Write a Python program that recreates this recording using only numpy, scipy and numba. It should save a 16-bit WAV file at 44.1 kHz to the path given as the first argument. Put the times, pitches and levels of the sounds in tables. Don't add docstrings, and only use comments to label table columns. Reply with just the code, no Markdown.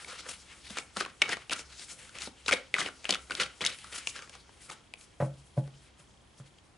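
import sys
import numpy as np
from scipy import signal
from scipy.fft import rfft, irfft
from scipy.io import wavfile
from scipy.ndimage import uniform_filter1d
from numba import njit

SR = 44100
rng = np.random.default_rng(int(sys.argv[2]) if len(sys.argv) > 2 else 0)


def to_wav(s):
    ch = np.atleast_2d(s).T
    pcm = np.round(np.clip(ch, -1, 1) * 32767)
    wavfile.write(sys.argv[1], SR, pcm.astype(np.int16))


N = 298557

# (frequency [Hz], relative density [dB])
AIR_SPECTRUM = [(15, -36.5), (25, -18), (54, -7), (128, -10), (192, -12.5), (247, -15.5), (274, -14.5),
                (651, -20.5), (819, -20), (1030, -21), (1300, -24.5), (3240, -28.5), (11000, -42),
                (14300, -59), (22000, -120)]
# (time [s], level [dB])
HUM_LEVELS = [(0, -65.5), (4.6, -65.5), (4.8, -78), (5.7, -58.5), (6.1, -73.5), (6.77, -79.5)]
# (frequency [Hz], gain [dB], t60 [s])
WOOD_MODES = [(129, 3.5, 0.13), (136.9, -5.5, 0.36), (146.6, -13.5, 0.39), (164.7, -10.5, .18),
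              (217, -11.5, 0.13), (321, -14.5, 0.18), (542, -13.5, 0.18), (581, 3.5, 0.058),
              (668, -0.5, 0.036), (846, -13.5, 0.17), (966, -8.5, 0.075), (1267, -17, 0.079),
              (1490, -12, 0.041), (1880, -16.5, 0.07)]
# (time [s], strength [dB], push length [ms], edge clack [dB])
DECK_KNOCKS = [(5.202, -25, 0.25, -24.5), (5.212, -34, 1.4, -25.5), (5.223, -19.5, 1.12, -30),
               (5.245, -38, 0.59, -37), (5.569, -35.5, 1.4, -51), (5.576, -17, 2.67, -36.5),
               (5.596, -40, 0.99, -52), (5.998, -53.5, 1.85, -48), (6.399, -36, 4.3, -44.5)]
# (time [s], peak [dB], pitch [Hz])
PALM_THUDS = [(0.125, -49, 509), (0.258, -47, 483), (0.705, -41, 202.6), (0.968, -36.5, 189),
              (1.008, -40, 349), (1.288, -36.5, 424), (2.276, -45, 263), (2.529, -22.5, 514),
              (2.595, -44, 504), (3.384, -38.5, 405), (4.71, -40, 850)]
# (time [s], level [dB], hiss re level [dB])
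FINGER_LEVELS = [(0, -52.5, -3.5), (.7, -61.5, 4.5), (.9, -66, 1.5), (1.5, -64.5, 1.5), (1.7, -64, 6),
                 (2.1, -58.5, 0), (2.4, -65, -1.5), (3.5, -61.5, 1.5), (4.1, -57, -1.5), (4.4, -69, 8),
                 (4.75, -67.5, -3), (4.9, -72, 2.5), (5.8, -70, 2.5), (6.1, -77, 5), (6.77, -83.5, 10.5)]
# (start [s], hold [s], level [dB], hiss re level [dB])
SLIDE_STROKES = [(0.0, 0.0026, -47, -12), (0.085, 0.072, -48, -5), (0.19, 0.021, -45, 1),
                 (0.29, 0.025, -43.5, -1), (0.515, 0.017, -51, -12), (0.66, 0.14, -49.5, -2),
                 (0.775, 0.0069, -39.5, -3.5), (0.975, 0.016, -47, 1), (1.005, 0.0065, -35, -7),
                 (1.225, 0.066, -42, -23), (1.3, 0.022, -36, -13), (1.4, 0.025, -52.5, -17),
                 (1.515, 0.014, -31.5, -14), (1.56, 0.048, -46.5, -1), (1.7, .035, -55.5, -7),
                 (1.79, 0.055, -56.5, 4.5), (1.901, 0.035, -53, 6.5), (1.99, 0.0092, -55.5, 2.5),
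                 (2.041, 0.024, -56, 0), (2.15, 0.032, -49.5, -11), (2.21, 0.053, -47, 3),
                 (2.473, .01, -46, -9), (2.482, 0.0038, -32, -8.5), (2.522, 0.0053, -29, -14),
                 (2.758, 0.019, -42.5, -19), (2.792, 0.031, -39, -9.5), (2.84, 0.035, -43.5, -15),
                 (3.05, 0.038, -54.5, -12), (3.093, 0.023, -34, -10), (3.122, 0.029, -36.5, -12),
                 (3.31, 0.072, -43.5, -12), (3.4, 0.032, -33, -30), (3.617, 0.011, -33.5, -27),
                 (3.655, 0.039, -38.5, -6), (3.715, 0.031, -46, -7), (3.787, 0.084, -53, -5.5),
                 (3.925, 0.062, -46, -2), (4.02, 0.037, -64, -20), (4.08, 0.022, -49.5, 3.5),
                 (4.155, 0.025, -44.5, -14), (4.22, 0.023, -57, 0), (4.33, 0.023, -54, -4.5),
                 (4.48, 0.06, -69, 2), (4.619, .05, -59.5, 5.5), (4.698, 0.03, -45.5, -4.5),
                 (4.99, 0.058, -65.5, 5), (5.21, 0.052, -62, 5.5), (5.386, 0.015, -67, 7),
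                 (5.578, 0.012, -64, 5.5), (5.864, 0.028, -66, -1), (5.995, 0.0061, -62.5, 7),
                 (6.385, 0.015, -70.5, 9.5), (6.465, 0.012, -64, 3)]
# (frequency [Hz], width [Hz], gain [dB])
CARD_RESONANCES = [(510, 40, 1), (1351, 270, 4), (2220, 1300, 3), (2980, 850, -1.5), (3800, 2300, -6)]
# (time [s], ring peak [dB], ring [Hz], crack re ring [dB], slap re ring [dB])
CLICKS = [(0.046, -35.5, 2200, 3, -15), (0.2641, -37, 1368, -14, -3), (0.7048, -38, 3520, 6.5, -7),
          (0.771, -25, 1355, -1.5, -13), (0.7854, -25.5, 2546, 2, -7), (0.9636, -30, 1370, -11, -10),
          (0.9693, -22.5, 1334, 3.5, -9), (1.0041, -24, 4820, -9, -33), (1.0085, -18.5, 1350, -5, -10),
          (1.0503, -28.5, 2460, -19, -13), (1.0608, -30, 1210, -7, -8), (1.2184, -7.5, 2200, -11.5, -22),
          (1.2219, -10.5, 2250, -10.5, -20.5), (1.2918, -23, 1455, -0.5, -11),
          (1.3228, -23, 2280, -20, -11.5), (1.3298, -21, 1850, -9, -15), (1.3695, -37, 1231, 4, 3),
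          (1.4956, -26, 2700, -17, -10.5), (1.5088, -25, 2550, -8, -23), (1.5327, -22, 2890, 4, -40),
          (1.5921, -36.5, 2350, 7, -2.5), (1.7951, -43, 3870, 7, -8), (2.0934, -43.5, 1484, 6, -25),
          (2.186, -33, 2597, 4, -29), (2.22, -35.5, 3670, 14.5, -27), (2.273, -34.5, 3640, -3, 1),
          (2.4614, -26, 3720, -14, -15), (2.4816, -16, 2750, -0.5, -13), (2.4896, -17.5, 1340, -5.5, -22),
          (2.5112, -17, 2340, -1.5, -8.5), (2.5228, -14, 2490, -15, -12), (2.5274, -12, 2180, -15, -15),
          (2.5358, -25, 2500, -12.5, -1.5), (2.741, -10, 2160, -37, -20.5), (2.7488, -24, 1965, -17, -13),
          (2.7642, -23, 1250, -26, -15), (2.784, -19, 1320, -30, -31), (2.8065, -24, 3110, -21, -10),
          (2.814, -21, 1870, -22, -15.5), (2.8613, -25, 2620, -31.5, -8), (2.8861, -31, 1350, -4, -6.5),
          (3.0437, -29, 2340, -3.5, -13), (3.0533, -20.5, 2530, -28, -18), (3.0927, -16.5, 2986, 1, -6.5),
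          (3.1071, -10.5, 4800, 0, -40), (3.124, -17, 3180, -17, -30), (3.138, -20, 2800, -11, -24),
          (3.146, -16, 2970, -32, -29), (3.298, -34.5, 2265, -9, -5), (3.3081, -21.5, 1430, -6, -17.5),
          (3.3193, -22.5, 2540, -17.5, -21), (3.3517, -23.5, 3088, 0, -16), (3.3996, -18.5, 3166, -24, -27),
          (3.434, -19.5, 3080, -30, -37), (3.6079, -22.5, 2290, -10, -10), (3.6134, -22.5, 3240, -14, -30),
          (3.6407, -22, 1990, -25, -21), (3.6501, -19.5, 3770, 4.5, -42), (3.6575, -21, 2200, -12, -40),
          (3.6634, -18, 3800, 7.5, -37), (3.6697, -19, 3820, -0.5, -34), (3.702, -30, 2430, -17, -32),
          (3.787, -42, 2500, 3, -20), (3.843, -36, 1360, 1.5, -17), (3.925, -34, 2080, -15, -9),
          (4.072, -18, 2680, 2, -17), (4.162, -34, 1560, 1, -14), (4.191, -32, 1550, -2, -16),
          (4.222, -39, 2155, 1, -9), (4.275, -45, 1700, -5, -9), (4.295, -46.5, 1700, 12, -5),
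          (4.352, -42.5, 1110, 2, -9), (4.492, -49, 897, -6, -0.5), (4.7011, -38.5, 2055, 7, -7),
          (4.9379, -30.5, 2490, 0, -12), (5.011, -48, 2500, 5, -20), (5.6767, -55, 1550, 10, 10.5),
          (6.584, -48.5, 3100, -12, -32)]

LEFT_RIGHT = np.array([[1], [-1]])
AIR_DB, HUM_HZ, HUM_WIDTH_HZ = -61, 65, 8.9
TICK_START_S, TICK_END_S, TICKS_PER_S = .0012, 6.56, 29.97
TICK_HZ, TICK_WIDTH_HZ, TICK_DB = 3230, 120, -57.5
ROOM_T60_S, ROOM_DAMP, ROOM_DB, ROOM_WIDTH = 0.25, 0.64, -9.5, 0.57
PAN_DB, PAN_FROM_HZ, SCATTER_DB = 3.2, 300, -11.5
PUFF_T60_S, THUD_WIDTH_HZ = .035, 70
RISE_DB_PER_S, LIGHT_DB, RISE_DOUBLES_DB = 600, -50.5, 11.5
FALL_DB_PER_S, SETTLE_DB, SETTLE_DB_PER_S = 550, -14, 153
FLUTTER_PER_S, FLUTTER_FROM_DB = 70, -50
FLUTTER_DB, FLUTTER_SCATTER_DB, FLUTTER_CRACK_DB, FLUTTER_SLAP_DB = 2.5, 2.5, -15, -21
CLICK_T60_S, CLICK_REF_HZ, CLICK_T60_SLOPE, CLICK_T60_SPREAD = 0.018, 2300, 0.49, 0.36
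CUTOFF_HZ = 10900


def undb(db):
    return 10 ** (np.asarray(db) / 20)


def unit(x):
    return x / np.sqrt(np.mean(x ** 2))


def band(x, hz, width_hz):
    hz = min(hz, .4 * SR)
    return signal.lfilter(*signal.iirpeak(hz, hz / width_hz, fs=SR), x)


def highpass(x, hz, order=2):
    return signal.lfilter(*signal.butter(order, hz, "high", fs=SR), x)


def wander(rate_hz):
    hold = int(SR / rate_hz)
    steps = np.repeat(rng.standard_normal(N // hold + 1), hold)[:N]
    return 1.2 * uniform_filter1d(steps, hold)


def add(out, start_s, sound):
    i = int(start_s * SR)
    out[i:i + len(sound)] += sound[:N - i]


def room_tone():
    hz, db = np.transpose(AIR_SPECTRUM)
    bins_hz = np.maximum(np.arange(N // 2 + 1) * SR / N, 1)
    shape = undb(np.interp(np.log(bins_hz), np.log(hz), db))
    mid, side = (irfft(rfft(rng.standard_normal(N)) * shape, N) for _ in range(2))
    air = unit(mid + 0.67 * LEFT_RIGHT * highpass(side, 160))
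    hum = band(band(rng.standard_normal(N), HUM_HZ, HUM_WIDTH_HZ), HUM_HZ, 2 * HUM_WIDTH_HZ)
    hum_db = np.interp(np.arange(N) / SR, *np.transpose(HUM_LEVELS))
    return undb(AIR_DB) * air + undb(hum_db) * unit(hum)


def camera_ticks():
    pulses = np.zeros(N)
    at = (np.arange(TICK_START_S, TICK_END_S, 1 / TICKS_PER_S) * SR).astype(int)
    pulses[at] = undb(0.78 * rng.standard_normal(N)[at])
    ring = band(pulses, TICK_HZ, TICK_WIDTH_HZ)
    return undb(TICK_DB) * ring * SR / (2 * np.pi * TICK_WIDTH_HZ)


@njit
def walls(x, lags, gain, damp):
    line, dulled, out = np.zeros((8, 4096)), np.zeros(8), np.zeros((2, len(x)))
    for i in range(len(x)):
        total = 0.
        for k in range(8):
            dulled[k] += (1 - damp) * (gain[k] * line[k, (i - lags[k]) & 4095] - dulled[k])
            total += dulled[k]
            out[k % 2, i] += dulled[k]
        for k in range(8):
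            line[k, i & 4095] = x[i] + dulled[k] - total / 4
    return out


def room_echo(x, lags):
    loop_gain = undb(-60 * lags / SR / ROOM_T60_S)
    left, right = walls(x + 1e-18, lags, loop_gain, ROOM_DAMP)
    side = ROOM_WIDTH * LEFT_RIGHT * highpass(left - right, 303)
    return undb(ROOM_DB) * (left + right + side) / 2


def mic_ports(x):
    t = np.arange(1024) / SR
    scatter = rng.standard_normal(len(t)) * np.exp(-t / .006)
    lean = np.tanh(PAN_DB * np.log(10) / 40) * x
    side = lean + undb(SCATTER_DB) * signal.fftconvolve(x, scatter / np.linalg.norm(scatter))[:N]
    return x + LEFT_RIGHT * highpass(side, PAN_FROM_HZ, order=1)


def table_knocks():
    out, t = np.zeros(N), np.arange(SR // 2) / SR
    hz, db, t60_s = np.transpose(WOOD_MODES)[:, :, None]
    onset = 1 - np.exp(-t * hz / 0.68)
    modes = -undb(db) * np.sin(2 * np.pi * hz * t) * undb(-60 * t / t60_s) * onset
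    for start_s, blow_db, push_ms, clack_db in DECK_KNOCKS:
        wood = np.sum(modes / (1 + (hz * push_ms / 1000) ** 2), axis=0)
        clack = band(band(rng.standard_normal(len(t)), 1140, 1100), 1100, 970) * np.exp(-t / 0.013)
        add(out, start_s, undb(blow_db) * wood + undb(clack_db) * clack)
    return highpass(out, 141)


def palm_thuds():
    out, t = np.zeros(N), np.arange(8192) / SR
    for start_s, db, hz in PALM_THUDS:
        puff = rng.standard_normal(len(t)) * undb(-60 * t / PUFF_T60_S)
        ring = band(band(puff, hz, THUD_WIDTH_HZ), hz, hz / 2)
        add(out, start_s, undb(db) * ring / np.abs(ring).max())
    return out


def stroke_levels():
    t = np.arange(0, N + 64, 64) / SR
    finger_s, finger_db, finger_hiss_db = np.transpose(FINGER_LEVELS)
    start_s, hold_s, top_db, hiss_db = np.transpose(SLIDE_STROKES)[:, :, None]
    before_s, after_s = np.maximum(start_s - t, 0), np.maximum(t - start_s - hold_s, 0)
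    fade = undb(-FALL_DB_PER_S * after_s) ** 2 + undb(SETTLE_DB - SETTLE_DB_PER_S * after_s) ** 2
    rise_db_per_s = RISE_DB_PER_S * 2 ** (np.maximum(top_db - LIGHT_DB, 0) / RISE_DOUBLES_DB)
    power = fade * undb(top_db - rise_db_per_s * before_s) ** 2
    rub = power.sum(axis=0) + undb(np.interp(t, finger_s, finger_db)) ** 2
    hiss = (power * undb(hiss_db) ** 2).sum(axis=0)
    hiss += undb(np.interp(t, finger_s, finger_db + finger_hiss_db)) ** 2
    return [np.interp(np.arange(N) / SR, t, 10 * np.log10(p)) for p in (rub, hiss)]


def card_slide(rub_db, hiss_db):
    judder = np.clip((rub_db + 59) / 18, .15, 1)
    grip = undb(judder * (3.74 * wander(90) + 0.97 * wander(400)))

    def grains():
        return rng.standard_normal(N) * grip

    body = sum(undb(db + 4.1 * wander(25)) * band(grains(), hz, width_hz)
               for hz, width_hz, db in CARD_RESONANCES)
    hiss = sum(undb(4.6 * wander(16)) * band(band(grains(), hz, hz / 2.4), hz, hz)
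               for hz in (4200, 5400, 6460, 8200, 9740))
    rustle = undb(4.1 * wander(20)) * highpass(band(grains(), 200, 430), 102)
    return undb(rub_db) * (unit(body) + undb(-13) * unit(rustle)) + undb(hiss_db) * unit(hiss)


def edge_flutter(rub_db):
    when, mode, size = rng.random((int(FLUTTER_PER_S * N / SR), 3)).T
    stroke_db = rub_db[(when * N).astype(int)]
    peak_db = stroke_db + FLUTTER_DB - FLUTTER_SCATTER_DB * np.log(1 - size)
    modes_hz = np.array(CARD_RESONANCES)[1:, 0]
    ring_hz = modes_hz[(mode * len(modes_hz)).astype(int)]
    edges = np.column_stack([when * N / SR, peak_db, ring_hz])[stroke_db > FLUTTER_FROM_DB]
    return clicks([(*edge, FLUTTER_CRACK_DB, FLUTTER_SLAP_DB) for edge in edges])


def clicks(rows):
    out, t = np.zeros(N), np.arange(4096) / SR
    for start_s, db, hz, crack_db, slap_db in rows:
        noise = rng.standard_normal((3, len(t)))
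        t60_s = CLICK_T60_S * (CLICK_REF_HZ / hz) ** CLICK_T60_SLOPE
        t60_s *= np.exp(CLICK_T60_SPREAD * rng.standard_normal())
        fade = undb(-60 * t / np.clip(t60_s, .003, .09))
        ring = band(noise[0] * fade, hz, hz / 5.6)
        crack = band(band(noise[1] * fade ** 2.4, 4300, 6400), 4600, 6000)
        slap = band(band(noise[2] * fade ** 0.47, 500, 560), 280, 1000)
        ring, crack, slap = (part / np.abs(part).max() for part in (ring, crack, slap))
        add(out, start_s, undb(db) * (ring + undb(crack_db) * crack + undb(slap_db) * slap))
    return out


def scene():
    background = camera_ticks() + room_tone()
    table = table_knocks()
    wall_lags = rng.integers(300, 2200, size=8)
    rub_db, hiss_db = stroke_levels()
    near = card_slide(rub_db, hiss_db) + clicks(CLICKS) + palm_thuds() + edge_flutter(rub_db)
    echo = room_echo(near + highpass(table, 152), wall_lags)
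    return background + echo + table + mic_ports(near)


def record(dry):
    return signal.sosfilt(signal.ellip(10, .5, 64, CUTOFF_HZ, fs=SR, output="sos"), dry)


dry = scene()
out = record(dry)
to_wav(out)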